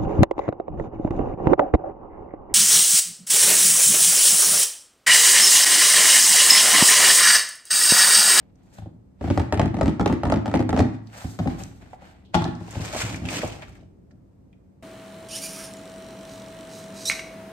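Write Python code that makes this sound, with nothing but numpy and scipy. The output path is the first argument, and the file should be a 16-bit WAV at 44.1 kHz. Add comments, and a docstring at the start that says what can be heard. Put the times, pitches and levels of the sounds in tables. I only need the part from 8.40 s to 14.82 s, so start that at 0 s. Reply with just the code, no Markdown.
"""Fingernails drum on the lid of a cardboard shoebox, close to a phone in a small room.
Each impact clicks and excites damped modes of the card. The lid slides off with a friction hiss and
is put down with a knock. Tissue paper crinkles as its creases buckle, and a shoe is pulled out,
rubbing and bumping the box. Reverberation, standing waves and faint steady noise lie behind."""
import sys
import numpy as np
from scipy import signal
from scipy.fft import rfft, irfft, next_fast_len
from scipy.io import wavfile
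from scipy.ndimage import uniform_filter1d, map_coordinates

SR = 44100
rng = np.random.default_rng(int(sys.argv[2]) if len(sys.argv) > 2 else 0)


def unload_wav(signal):
    """Save mono or channel-first audio to the path in sys.argv[1] as 16-bit WAV at rate SR, clipped to [-1, 1]."""
    wavfile.write(
        sys.argv[1],
        SR,
        np.round(np.clip(np.atleast_2d(signal).T, -1, 1) * 32767).astype(np.int16),
    )


N = 283342

PORT_LEAD_S = -0.000088  # lead of the left microphone port; negative: the right hears first
# Levels in all tables are relative; spectra give density per hertz.
# fingers landing on the lid: start_s, knock_db, nail_over_pad_db, thump_db, thump_hz, knock_hz
FINGER_TAPS = [(0.8107, -35, -5.5, -29, 130, 572), (0.841, -33.5, -12, -24.5, 175, 680),
               (0.877, -34, -6.5, -24.5, 140, 590), (0.9019, -27.5, 1, -19.5, 161, 668),
               (0.909, -36.5, -16.5, -21.5, 150, 625), (0.9754, -21, -1.5, -19.5, 145, 620),
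               (0.9998, -29, -2.5, -21.5, 100, 711), (1.1246, -22.5, 2, -21, 205, 734),
               (1.138, -32, 1, -29, 200, 670), (1.1743, -35.5, 8, -25.5, 130, 750),
               (1.1956, -18.5, 1, -20, 180, 700), (1.2276, -32.5, -4, -20, 145, 690),
               (1.258, -33.5, 3, -20, 185, 696), (1.3431, -32, -3.5, -26, 150, 664),
               (1.368, -34, -1, -26, 185, 660), (1.389, -32.5, -6.5, -30.5, 150, 760),
               (1.411, -19, -4, -26, 180, 740), (1.428, -33, -4.5, -17.5, 120, 643),
               (1.4583, -31, 3, -20.5, 170, 766), (1.4797, -31.5, 3, -17.5, 215, 800),
               (1.488, -34.5, -5, -28, 250, 684), (1.596, -26, -2, -20.5, 230, 692),
               (1.6105, -25, -3, -19.5, 170, 690), (1.6596, -20.5, 1.5, -21.5, 240, 735),
               (1.6977, -29, -6, -20, 150, 877), (1.7258, -30, 2.5, -19.5, 200, 650),
               (1.8339, -25, -1, -25, 195, 694), (1.8528, -27.5, -3.5, -28, 150, 810),
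               (1.868, -33.5, -2, -18.5, 130, 754), (1.8998, -26, 0.5, -23, 165, 658),
               (1.922, -18, -2, -18.5, 150, 720), (1.9597, -33.5, 3.5, -20.5, 220, 660),
               (2.0581, -29.5, 1, -32.5, 220, 720), (2.079, -30.5, -2.5, -28, 240, 730),
               (2.1144, -39.5, 6, -32.5, 265, 775), (2.1404, -20, -1, -20, 215, 690),
               (2.158, -29.5, 4, -20.5, 185, 674), (2.193, -31.5, 1, -19.5, 225, 664),
               (2.204, -28.5, -2, -22, 170, 576), (2.292, -28, 4, -26.5, 205, 727),
               (2.3285, -22.5, -9.5, -22.5, 170, 645), (2.344, -47.5, -10, -26.5, 130, 730),
               (2.364, -26.5, -2, -31.5, 170, 710), (2.3748, -24.5, -1, -22, 230, 640),
               (2.3921, -23.5, 3.5, -16.5, 210, 625), (2.402, -20.5, -7, -16, 180, 660),
               (2.529, -53, -15, -39, 130, 780)]
# hands, lid and shoe striking the box: start_s, knock_db, click_db, thump_db, thump_hz, knock_hz
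BOX_BUMPS = [(0.3836, -46.5, -50, -38.5, 110, 740), (0.42, -50, -62, -37.5, 96, 780),
             (0.459, -45, -69, -39.5, 230, 580), (2.8431, -40.5, -60, -26.5, 136, 756),
             (2.989, -33.5, -38.5, -26, 158, 640), (2.9993, -30, -52.5, -24, 198, 740),
             (3.058, -29, -54, -24, 201, 530), (3.073, -29.5, -39.5, -24.5, 232, 753),
             (3.212, -43, -60, -37, 125, 704), (3.423, -52, -65, -44, 89.8, 883),
             (3.532, -37.5, -60, -52.5, 120.6, 800), (3.62, -47, -57, -52.5, 160.6, 670),
             (4.354, -37.5, -62, -41.5, 148, 710), (4.365, -40, -65.5, -26.5, 93, 680),
             (4.396, -47, -59, -31, 98, 670), (4.533, -34.5, -52, -47, 150, 580),
             (4.562, -34, -47.5, -44.5, 150, 600), (4.633, -50, -49, -28.5, 109, 826),
             (4.735, -47, -56, -33, 178, 541), (4.817, -47, -62, -30.5, 155, 642),
             (4.842, -45.5, -51, -31, 171, 730), (5.0332, -24.5, -45, -32.5, 323, 594),
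             (5.042, -36, -50, -31.5, 109, 600), (5.215, -63, -56, -43.5, 80, 850),
             (5.426, -53.5, -89.5, -50.5, 140.8, 595)]
# spectra of nail clicks, card edges striking and fine crinkling: frequency_hz, level_db
NAIL_SPECTRUM = [(300, -20), (900, -0.5), (2000, 3.5), (3000, -3), (5000, -8.5), (8000, -12), (13000, -24),
                 (16000, -24.5)]
EDGE_SPECTRUM = [(300, -9), (800, 12), (1300, 7), (2000, 1.5), (2900, -3), (3800, -4), (5500, -13),
                 (8000, -13), (13000, -21), (16000, -32)]
CRINKLE_SPECTRUM = [(1000, -8), (2500, 2.5), (5000, -2.5), (7800, 3.5), (9500, -13.5), (13000, -12.5),
                    (14300, -13.5), (16000, -34.5)]


def finger_drumming():
    """Double impact: each finger strikes the closed lid, then its pad settles more softly."""
    # the lid flexing on the enclosed air, and its stiffer modes: frequency_hz, level_db, t60_s
    flex_modes = [(81.5, -4, 0.13), (99.9, 1, 0.1), (134, -8.5, 0.17), (171.2, -1, 0.07),
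                  (198.6, -2.5, 0.063), (245.6, -0.5, 0.11), (329.5, -3, 0.1), (398, -8, 0.084)]
    panel_modes = [(423.7, -2, 0.081), (569, -6, 0.059), (633.6, -0.5, 0.024), (708, 2.5, 0.026),
                   (782.3, 0.5, 0.025), (871, -10.5, 0.1), (1011, -3.5, 0.023), (1170, -2.5, 0.033),
                   (1310, -8.5, 0.052), (1550, -2, 0.0084), (1938, 4.5, 0.019), (2490, -9, 0.0064)]
    settle_delays_s = 0.014 * rng.uniform(.5, 1.6, len(FINGER_TAPS))
    hits = []
    for (start_s, knock_db, nail_db, thump_db, *pitches), delay_s in zip(FINGER_TAPS, settle_delays_s):
        click_db = knock_db + nail_db - 11
        hits.append((start_s, knock_db, click_db, thump_db, *pitches))
        hits.append((start_s + delay_s, knock_db - 13, click_db - 5.5, thump_db - 10.5, *pitches))
    return impacts(hits, panel_modes, flex_modes, NAIL_SPECTRUM, focus_db=11.5, crack_db=12.5,
                   click_t60_s=0.027, buzz_db=-14, buzz_t60_s=0.081, push_s=0.0031, lead_s=-0.000044,
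                   pan_db=0.76, click_gain_db=3.5, knock_gain_db=2)


def nail_skids():
    """Sliding friction: each nail scrapes lightly over the card after it lands."""
    envelope = decay_envelope([(start_s, -55.5) for start_s, *_ in FINGER_TAPS], t60_s=0.3)
    return envelope * diffuse_noise(NAIL_SPECTRUM) * amp(3 * wobble(100))


def box_bumps():
    """Impact excitation: hands, lid and shoe set the walls of the box ringing."""
    # the open box's flexing walls, and their stiffer modes: frequency_hz, level_db, t60_s
    flex_modes = [(85.7, -0.5, 0.16), (106.5, -1, 0.18), (160.6, 3.5, 0.082), (262, -0.5, 0.088),
                  (324.6, -2, 0.085)]
    panel_modes = [(541, -7.5, .05), (601, 0.5, 0.036), (640, -3.5, .04), (767, -0.5, 0.053),
                   (851, -6, .04), (1040, 3, 0.014), (1390, -8, 0.028), (1893, 2.5, 0.0207)]
    return impacts(BOX_BUMPS, panel_modes, flex_modes, EDGE_SPECTRUM, focus_db=17.5, crack_db=-1,
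                   click_t60_s=0.045, buzz_db=-7, buzz_t60_s=0.13, push_s=0.0046, lead_s=0.00031,
                   pan_db=2, click_gain_db=5, thump_gain_db=0.5)


def cardboard_slides():
    """Friction of skin and card on card: fibres hiss over a grainy, catching scrape."""
    # strokes of hands and lid: peak_s, attack_s, hold_s, release_s, level_db, scrape_over_hiss_db
    strokes = [(0, 0.0047, 0.0087, 0.15, -72, 15.5), (0.177, .03, 0.09, 0.084, -76.5, 13.5),
               (0.35, 0.11, 0.033, 0.1, -53, -2), (0.843, .06, .16, 0.045, -53, 10.5),
               (2.786, 0.15, 0.046, 0.054, -45, 4), (2.85, 0.109, .04, 0.44, -45.5, -5.5),
               (3.187, 0.027, 0.0204, 0.061, -56.5, 14), (3.202, 0.029, 0.015, 0.15, -45.5, -4),
               (3.416, 0.29, 0.13, 0.033, -63, 8), (3.623, 0.067, 0.05, 0.31, -61, 11.5),
               (3.942, .009, .002, 0.0096, -46.5, 18), (5.221, 0.03, 0.012, 0.031, -59.5, 20),
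               (5.282, .015, .01, .04, -56, 2), (5.352, .02, .02, 0.035, -60.5, 4)]
    # spectra of the hiss and the scrape: frequency_hz, level_db
    hiss_spectrum = [(800, -2.5), (2500, -8.5), (4500, 0.5), (8000, 1.5), (12000, -3.5), (14300, 0.5),
                     (16000, -30)]
    scrape_spectrum = [(250, -30), (560, 1), (780, 4), (1100, -4.5), (1450, -2.5), (2100, -6.5),
                       (3200, -12), (4500, -17), (9000, -34.5)]
    fibres = crackle(per_s=20000, spread_db=-7, lead_s=0.00027, width_s=0.0001)
    hiss = coloured(fibres, hiss_spectrum) * amp(2.2 * wobble(73) - 6)
    catches = crackle(per_s=2200, spread_db=2, lead_s=0.00027, width_s=0.00054)
    scrape = coloured(catches, scrape_spectrum) * amp(2 * wobble(49) - 4)
    return sum(amp(level_db) * stroke(*timing) * (hiss + amp(scrape_db) * scrape)
               for *timing, level_db, scrape_db in strokes)


def lid_landing():
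    """Repeated impact: the loose lid slaps down and settles, ringing in its own modes."""
    # the lid's contacts: start_s, knock_db, click_db, thump_db, thump_hz, knock_hz
    hits = [(3.9434, -28, -26.5, -30.5, 150, 790), (3.949, -21.5, -26, -20.5, 170, 767),
            (3.9632, -29, -52.5, -24, 165, 821), (4.0094, -37, -49, -28, 175, 738),
            (4.02, -36, -36.5, -48, 200, 908), (4.052, -32.5, -40.5, -30.5, 240, 804),
            (4.078, -41, -44.5, -30.5, 210, 800), (4.208, -45.5, -71.5, -38.5, 200, 730)]
    # the loose lid's flexing, and its stiffer modes: frequency_hz, level_db, t60_s
    flex_modes = [(112, 5, 0.11), (164.5, -1.5, 0.15), (251.6, -5, 0.12), (344, -0.5, 0.084),
                  (438, -8.5, 0.069)]
    panel_modes = [(658, 1, 0.078), (785, -2.5, 0.11), (835, -0.5, 0.055), (956, -2.5, 0.044),
                   (1090, -10.5, .04), (1290, -7.5, 0.044), (1880, -9.5, 0.051)]
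    return impacts(hits, panel_modes, flex_modes, EDGE_SPECTRUM, focus_db=2.5, crack_db=4.5,
                   click_t60_s=0.045, buzz_db=-11, buzz_t60_s=0.16, push_s=0.0027, lead_s=0.00026,
                   pan_db=3, click_gain_db=5.5, thump_gain_db=3.5)


def tissue_paper():
    """Buckling: creases give way in clumps as the sheet flutters; a harder pull is brighter."""
    # spectra of broad creases and of the loose sheet: frequency_hz, level_db
    crease_spectrum = [(700, -12.5), (1500, -8.5), (2400, -8), (3500, -13), (6000, -13.5), (14000, -23.5)]
    flutter_spectrum = [(180, -4.5), (400, -3), (750, 3.5), (1200, -8), (1900, -18), (3500, -28),
                        (8000, -51.5)]
    ticks = crackle(per_s=4500, spread_db=4, lead_s=PORT_LEAD_S, width_s=0.00002)
    crinkle = coloured(ticks, CRINKLE_SPECTRUM) * amp(2.3 * wobble(110))
    buckles = crackle(per_s=2600, spread_db=2, lead_s=PORT_LEAD_S, width_s=0.00035)
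    creases = coloured(buckles, crease_spectrum) * amp(1.8 * wobble(70))
    flaps = crackle(per_s=1100, spread_db=4.5, lead_s=0, width_s=0.00096)
    flutter = coloured(flaps, flutter_spectrum) * amp(3.2 * wobble(50))
    pull = paper_pull()
    return (amp(-40.5) * pull ** 1.7 * crinkle
            + amp(-37) * pull ** 0.94 * creases
            + amp(-39.5) * pull ** 0.81 * flutter
            + amp(-47) * pull ** 0.8 * paper_facets())


def paper_pull(firm_db=-35.5, fade_db_per_s=160):
    """Driving force on the paper as a gain, 1 for a firm pull, fading before and after."""
    # two pulls, folding the paper back and then drawing the shoe out: time_s, effort_db
    pulls = [
        [(4.22, -56), (4.34, -46.5), (4.46, -38.5), (4.516, -43), (4.532, -35.5), (4.598, -32.5), (4.62, -32.5),
         (4.632, -37), (4.75, -41.5), (4.82, -59)],
        [(4.82, -55.5), (4.885, -43.5), (4.905, -37), (4.99, -33), (5.002, -46), (5.032, -36.5), (5.192, -54.5),
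         (5.224, -61), (5.248, -62), (5.42, -70)],
    ]
    time_s, effort_db = np.concatenate(pulls).T
    t = np.arange(N) / SR
    outside_s = np.abs(t - np.clip(t, time_s[0], time_s[-1]))
    return amp(np.interp(t, time_s, effort_db) - firm_db - fade_db_per_s * outside_s)


def paper_facets(per_s=100, spread_db=8.5, middle_hz=2270, decay_cycles=7.5):
    """Snap-through: small facets of the sheet flip, each ringing briefly at its own pitch."""
    track, t = np.zeros((2, N)), np.arange(SR // 80) / SR
    for when, size, pitch, angle in rng.random((int(per_s * N / SR), 4)):
        octaves = 0.75 * np.clip(np.log(pitch / (1 - pitch)) / 2, -2, 2)
        leads_s = np.array([[PORT_LEAD_S], [0]]) * 4 * angle
        cycles = middle_hz * 2 ** octaves * np.maximum(t + leads_s, 0)
        ping = np.sin(2 * np.pi * cycles) * np.exp(-cycles / decay_cycles)
        add(track, when * N / SR, amp(spread_db * size) * ping)
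    return track / rms(track)


def sharp_ticks():
    """Transients of paper, card and shoe, the lid's slap among them: a tick and a pitched noise burst."""
    # single ticks and snaps: start_s, level_db, pitch_hz, t60_s
    snaps = [(.156, -54.5, 6000, .03), (2.672, -40.5, 4540, 0.034), (3.236, -24, 6350, 0.017),
             (3.421, -43.5, 1900, .03), (3.533, -41.5, 2300, 0.044), (3.8497, -51, 3380, 0.35),
             (3.9437, -15, 3000, .05), (3.951, -23.5, 5200, .09), (4.0418, -21.5, 3970, 0.025),
             (4.051, -33.5, 5500, 0.018), (4.152, -37, 4800, 0.028), (4.3081, -29, 7500, 0.044),
             (4.325, -36, 7000, 0.031), (4.344, -39, 5450, 0.019), (4.351, -31, 2210, .03),
             (4.455, -27.5, 7430, 0.035), (4.479, -29, 2400, 0.05), (4.565, -23.5, 7430, 0.09),
             (4.607, -21.5, 7220, 0.18), (4.6161, -18, 1410, 0.04), (4.619, -19, 2390, .045),
             (4.7439, -23, 1954, 0.037), (4.76, -29, 6000, .03), (4.8538, -25, 2536, 0.068),
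             (4.859, -31, 6530, 0.014), (4.868, -33, 2600, .03), (4.8872, -17, 2420, 0.032),
             (4.906, -23, 8560, 0.047), (4.917, -31, 5000, 0.018), (4.951, -30, 2400, 0.03),
             (4.968, -19, 2470, 0.04), (4.986, -23.5, 1990, 0.031), (5.017, -22, 2000, 0.058),
             (5.053, -29, 8930, 0.013), (5.076, -29, 7010, .03), (5.122, -33, 2940, 0.055),
             (5.221, -30, 2270, 0.06), (5.237, -38, 2090, 0.05), (5.282, -40.5, 1374, .04),
             (5.3532, -44, 1820, 0.06), (5.709, -49, 1600, 0.044), (5.712, -55.5, 4900, .06),
             (6.129, -51, 2280, 0.054)]
    track, t = np.zeros((2, N)), np.arange(SR // 8) / SR
    pulse = coloured(signal.unit_impulse(len(t), SR // 1000), CRINKLE_SPECTRUM)
    tick = at_ports(pulse, PORT_LEAD_S)
    tick = amp(0.5) * tick / np.abs(tick).max()
    for start_s, level_db, pitch_hz, t60_s in snaps:
        noise = diffuse(rng.standard_normal((2, len(t))))
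        burst = resonance(noise, pitch_hz, db_per_octave=20.5) * amp(-60 * t / t60_s)
        add(track, start_s, amp(level_db - 3) * (burst / np.abs(burst).max() + tick))
    return track


def sole_rubs():
    """Stick-slip friction: the sole drags in small slips; each rub favours one wall resonance."""
    # the sole on box wall and hands: peak_s, attack_s, hold_s, release_s, level_db, pitch_hz
    rubs = [(4.43, 0.11, 0.19, .15, -45, 600), (4.636, 0.058, 0.078, 0.15, -44, 140),
            (4.728, .04, 0.047, 0.14, -39, 279), (4.856, 0.044, 0.047, .08, -38, 300),
            (4.949, 0.056, 0.052, .05, -34, 290), (5.103, .05, 0.039, .1, -50, 200),
            (5.234, 0.049, 0.11, 0.32, -56, 300), (5.709, .02, .03, .1, -53.5, 230)]
    # the wall's response to the sole: frequency_hz, level_db
    wall_spectrum = [(70, -16.5), (150, 6.5), (220, -1), (300, 3), (420, -14), (600, -4.5), (1200, -27),
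                     (4000, -52)]
    slips = crackle(per_s=700, spread_db=0.5, lead_s=PORT_LEAD_S, width_s=0.00065)
    wall = coloured(slips, wall_spectrum)
    track = np.zeros((2, N))
    for *timing, level_db, pitch_hz in rubs:
        rub = resonance(wall, pitch_hz, db_per_octave=6)
        track += amp(level_db) * stroke(*timing) * rub / rms(rub)
    return track


def box_rumble():
    """Free and forced motion: the box rocks after each bump and is dragged along by the paper."""
    # spectrum of the shifting box: frequency_hz, level_db
    spectrum = [(20, -23.5), (45, 5), (100, 0.5), (170, -9.5), (270, -9.5), (400, -14), (900, -55.5)]
    jolts = [(start_s, thump_db - 12.5) for start_s, _, _, thump_db, *_ in BOX_BUMPS]
    rocking = decay_envelope(jolts, t60_s=1.22)
    dragging = amp(-43) * paper_pull() ** 0.14
    return diffuse_noise(spectrum) * np.hypot(rocking, dragging)


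def reverberation(x, wet, build_s):
    """Diffuse decay, new for each short stretch as the hands move; wet: frequency_hz, level_db."""
    # the room's reverberation time: frequency_hz, t60_s
    decay_times = [(60, 0.16), (200, 0.78), (450, 0.37), (1100, 0.61), (3000, 0.45), (8000, 0.45),
                   (15000, 0.21)]
    track, step = np.zeros((2, N)), SR // 12
    t = np.arange(SR * 3 // 4) / SR
    hz, age_s, _ = signal.stft(np.zeros(len(t)), SR, nperseg=512)
    fade = amp(-60 * age_s / along(decay_times, hz)[:, None])
    band_energy = np.mean(fade ** 2, axis=1, keepdims=True) * len(t)
    fade *= amp(along(wet, hz))[:, None] / np.sqrt(band_energy)
    for start in range(0, N, step):
        piece = x.mean(0)[start:start + step]
        noise = rng.standard_normal((2, len(t)))
        if rms(piece) > 1e-6:
            bands = signal.stft(noise, nperseg=512)[2]
            tail = signal.istft(bands * fade, nperseg=512)[1][:, :len(t)]
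            tail = diffuse(tail) * (1 - np.exp(-(t / build_s) ** 2))
            add(track, start / SR, signal.fftconvolve(piece[None], tail, axes=1))
    return track


def standing_waves(x):
    """Room resonance: low modes hum on after the thumps."""
    # the room's modes: frequency_hz, level_db, t60_s
    modes = [(109.6, -39.5, 0.93), (190, -60.5, 1.6), (221.4, -59, 0.55), (253, -54, 0.3),
             (318, -38.5, 0.4)]
    t = np.arange(SR) / SR
    hum = sum(amp(db - 21.5 - 60 * t / t60_s) * np.sin(2 * np.pi * hz * t) for hz, db, t60_s in modes)
    return signal.fftconvolve(x.mean(0), hum)[:N]


def room_air():
    """Ambient noise: a faint, steady diffuse field, strongest in the bass."""
    # spectrum of the quiet room: frequency_hz, level_db
    spectrum = [(15, -52), (25, -2.5), (77, 1.5), (154, -9), (191, 0.5), (224, -13), (257, -6), (278, -9),
                (415, -18.5), (462, -18), (1760, -38), (2430, -41), (3260, -46.5), (15000, -48)]
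    return amp(-51) * diffuse_noise(spectrum)


def impacts(hits, panel_modes, flex_modes, click_spectrum, focus_db, crack_db, click_t60_s, buzz_db,
            buzz_t60_s, push_s, lead_s, pan_db, click_gain_db, knock_gain_db=0, thump_gain_db=0):
    """Impulse response of card: each hit clicks, knocks the panel, then pushes the whole wall in."""
    clicks, buzz, body = np.zeros((3, 2, N))
    t = np.arange(SR // 4) / SR
    grit = coloured(rng.standard_normal((len(hits), 3, len(t))), click_spectrum)
    crack = coloured(signal.unit_impulse(len(t), SR // 2000), click_spectrum)
    crack = amp(crack_db) * crack / crack.max()  # the instant of impact: one sharp pulse
    for (start_s, knock_db, click_db, thump_db, thump_hz, knock_hz), noise in zip(hits, grit):
        panel = ring(panel_modes, t, knock_hz, focus_db, scatter_db=2, detune=0.05, ports_db=3.5)
        panel *= 1 - np.exp(-t / 0.002)  # the card gives way before it rings
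        flex = ring(flex_modes, t, thump_hz, focus_db=5.5, scatter_db=2.5, detune=0.047, ports_db=1.5)
        flex *= 1 - np.exp(-(t / push_s) ** 2)
        spot_lead_s = lead_s + 0.0001 * rng.standard_normal()  # each hit lands at its own spot
        burst = noise[0] * amp(-60 * t / click_t60_s) * (1 - np.exp(-t / 0.0005))
        click = at_ports(crack + burst, spot_lead_s)
        add(clicks, start_s, at_level(click, t, click_db + click_gain_db, first_s=0.004))
        # loose flaps and paper buzz inside
        add(buzz, start_s, noise[1:] * amp(click_db + buzz_db - 60 * t / buzz_t60_s))
        add(body, start_s, at_level(panel, t, knock_db + knock_gain_db, first_s=0.008))
        add(body, start_s, at_level(flex, t, thump_db + thump_gain_db, first_s=0.022))
    return (clicks + diffuse(buzz) + body) * amp([[pan_db / 2], [-pan_db / 2]])


def ring(modes, t, pitch_hz, focus_db, scatter_db, detune, ports_db):
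    """Modal superposition: damped sines, weaker by focus_db for each octave away from pitch_hz."""
    hz, db, t60_s = np.transpose(modes)[:, :, None]
    strength, shift, side = rng.standard_normal((3, len(modes), 1))
    db = db + scatter_db * strength - focus_db * np.abs(np.log2(hz / pitch_hz))
    waves = amp(db - 60 * t / t60_s) * np.sin(2 * np.pi * hz * (1 + detune * shift) * t)
    return np.array([(waves * amp(way * ports_db * side)).sum(0) for way in (1, -1)])


def crackle(per_s, spread_db, lead_s, width_s):
    """Shot noise: random impulses of uneven size, from a spread of directions around lead_s."""
    when, strength, angle, sign = rng.random((int(per_s * N / SR), 4)).T
    size = np.sign(sign - .5) * amp(spread_db * np.minimum(-np.log(1 - strength), 4))
    left = (when * N).astype(int)
    right = left + np.round((lead_s + (angle - .5) * width_s) * SR).astype(int)
    pair = np.array([np.bincount(at % N, size, N) for at in (left, right)])
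    return pair / rms(pair)


def stroke(peak_s, attack_s, hold_s, release_s, range_db=25.5):
    """Exponential envelope: gains range_db over the attack, holds, and loses it over the release."""
    t = np.arange(N) / SR - peak_s
    return amp(-range_db * (np.maximum(-t, 0) / attack_s + np.maximum(t - hold_s, 0) / release_s))


def decay_envelope(events, t60_s):
    """Incoherent addition: decaying events (start_s, level_db) sum in power to give a gain."""
    start_s, level_db = np.transpose(events)
    power = np.bincount((start_s * SR).astype(int), amp(level_db) ** 2, N)
    retained = amp(-60 / (t60_s * SR)) ** 2
    return np.sqrt(signal.lfilter([1], [1, -retained], power))


def diffuse(pair):
    """Partial coherence: two unrelated signals become partly alike, one a little ahead."""
    # likeness of diffuse sound at the two ports: frequency_hz, coherence
    coherence = [(60, 0.89), (130, 0.93), (290, 0.35), (640, 0.045), (1400, 0.063), (4800, 0.027),
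                 (7800, 0.23), (15000, 0.52)]
    turn = lambda hz: np.arccos(np.clip(along(coherence, hz), -1, 1)) / 2
    mid, side = filtered(pair, lambda hz: np.array([np.cos(turn(hz)), np.sin(turn(hz))]))
    return at_ports(np.array([mid + side, mid - side]), PORT_LEAD_S)


def diffuse_noise(spectrum):
    """Diffuse-field stereo noise of rms 1."""
    return coloured(diffuse(rng.standard_normal((2, N))), spectrum)


def at_ports(sound, lead_s):
    """Path difference: the sound reaches the left port earlier by lead_s."""
    way = np.array([[.5], [-.5]])
    return filtered(sound, lambda hz: np.exp(2j * np.pi * hz * way * lead_s))


def resonance(x, pitch_hz, db_per_octave):
    """Band-pass filtering: the response falls away on both sides of pitch_hz."""
    return filtered(x, lambda hz: amp(-db_per_octave * np.abs(np.log2((hz + 1) / pitch_hz))))


def coloured(x, spectrum):
    """Spectral shaping of x, scaled to rms 1."""
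    shaped = filtered(x, lambda hz: amp(along(spectrum, hz)))
    return shaped / rms(shaped)


def filtered(x, response):
    """Linear filtering: the spectrum of x times a frequency response."""
    length = x.shape[-1]
    padded = next_fast_len(length + 8192)
    return irfft(rfft(x, padded) * response(np.fft.rfftfreq(padded, 1 / SR)), padded)[..., :length]


def wobble(per_s):
    """Smooth random modulation through per_s knots a second."""
    return map_coordinates(rng.standard_normal(int(N * per_s / SR) + 4), [np.arange(N) * per_s / SR])


def along(points, hz):
    """Interpolation of (frequency_hz, value) points on a log frequency axis."""
    knots_hz, values = np.transpose(points)
    return np.interp(np.log(hz + 1), np.log(knots_hz + 1), values)


def add(track, start_s, sound):
    """Superposition: mix a sound in at start_s."""
    part = track[:, max(round(start_s * SR), 0):][:, :sound.shape[-1]]
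    part += sound[..., :part.shape[-1]]


def at_level(x, t, level_db, first_s):
    """Normalisation of x to an rms level over its opening first_s."""
    return amp(level_db) * x / rms(x[:, t < first_s])


def amp(db):
    """Decibels to amplitude ratio."""
    return 10 ** (np.asarray(db) / 20)


def rms(x):
    """Root mean square."""
    return np.sqrt(np.mean(x ** 2) + 1e-20)


def scene():
    """Direct and reverberant sound: near taps, farther bumps and rustles add in one room."""
    taps = finger_drumming()
    bumps = box_bumps() + lid_landing()
    rustle = (cardboard_slides() + tissue_paper() + box_rumble() + sole_rubs()
              + nail_skids() + sharp_ticks())
    tail = reverberation(taps, [(70, -7), (250, -3.5), (700, -7), (2000, -1.5), (8000, -8)],
                         build_s=0.0039)
    tail += reverberation(bumps, [(70, -5), (250, -4), (700, -4.5), (2000, 2.5), (8000, -2)],
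                          build_s=0.013)
    tail += reverberation(rustle, [(100, -13.5), (1000, -5.5), (3000, -2.5), (8000, -7)], build_s=0.0057)
    hum = standing_waves(taps + amp(-6.5) * bumps)
    return taps + bumps + rustle + tail + hum + room_air()


def noise_suppressor(x, open_db):
    """Downward expansion: treble less than open_db over its floor is turned down, shortening tails."""
    # greatest attenuation of quiet sound: frequency_hz, cut_db
    deepest_cut = [(600, 0.5), (1500, 4)]
    hz, _, bands = signal.stft(x, SR, nperseg=512)
    power = np.mean(np.abs(bands) ** 2, axis=0)
    power = uniform_filter1d(power, size=21, axis=0)  # smooth over frequency
    power = np.abs(uniform_filter1d(power, size=3, axis=1))  # and over time
    floor = np.percentile(power, 12, axis=1, keepdims=True) + 1e-30
    cut_db = along(deepest_cut, hz)[:, None] / (1 + (power / floor / amp(open_db) ** 2) ** 2)
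    return signal.istft(bands * amp(-cut_db), nperseg=512)[1][:, :N]


def record(dry):
    """Transfer through the phone: noise suppression, bass roll-off, port colour and band limit."""
    # response of the microphone ports: frequency_hz, gain_db
    port_colour = [(8800, 0.5), (9700, -5), (10200, -21.5), (10900, -17), (11500, -3.5), (13900, -6),
                   (15000, -22)]
    corner_hz, top_hz = 30, 16200
    low_cut = lambda hz: (1j * hz / (corner_hz + 1j * hz)) ** 4
    quieted = noise_suppressor(dry, open_db=8.5)
    return filtered(quieted, lambda hz: low_cut(hz) * amp(along(port_colour, hz)) * (hz < top_hz))


dry = scene()
out = record(dry)
unload_wav(out)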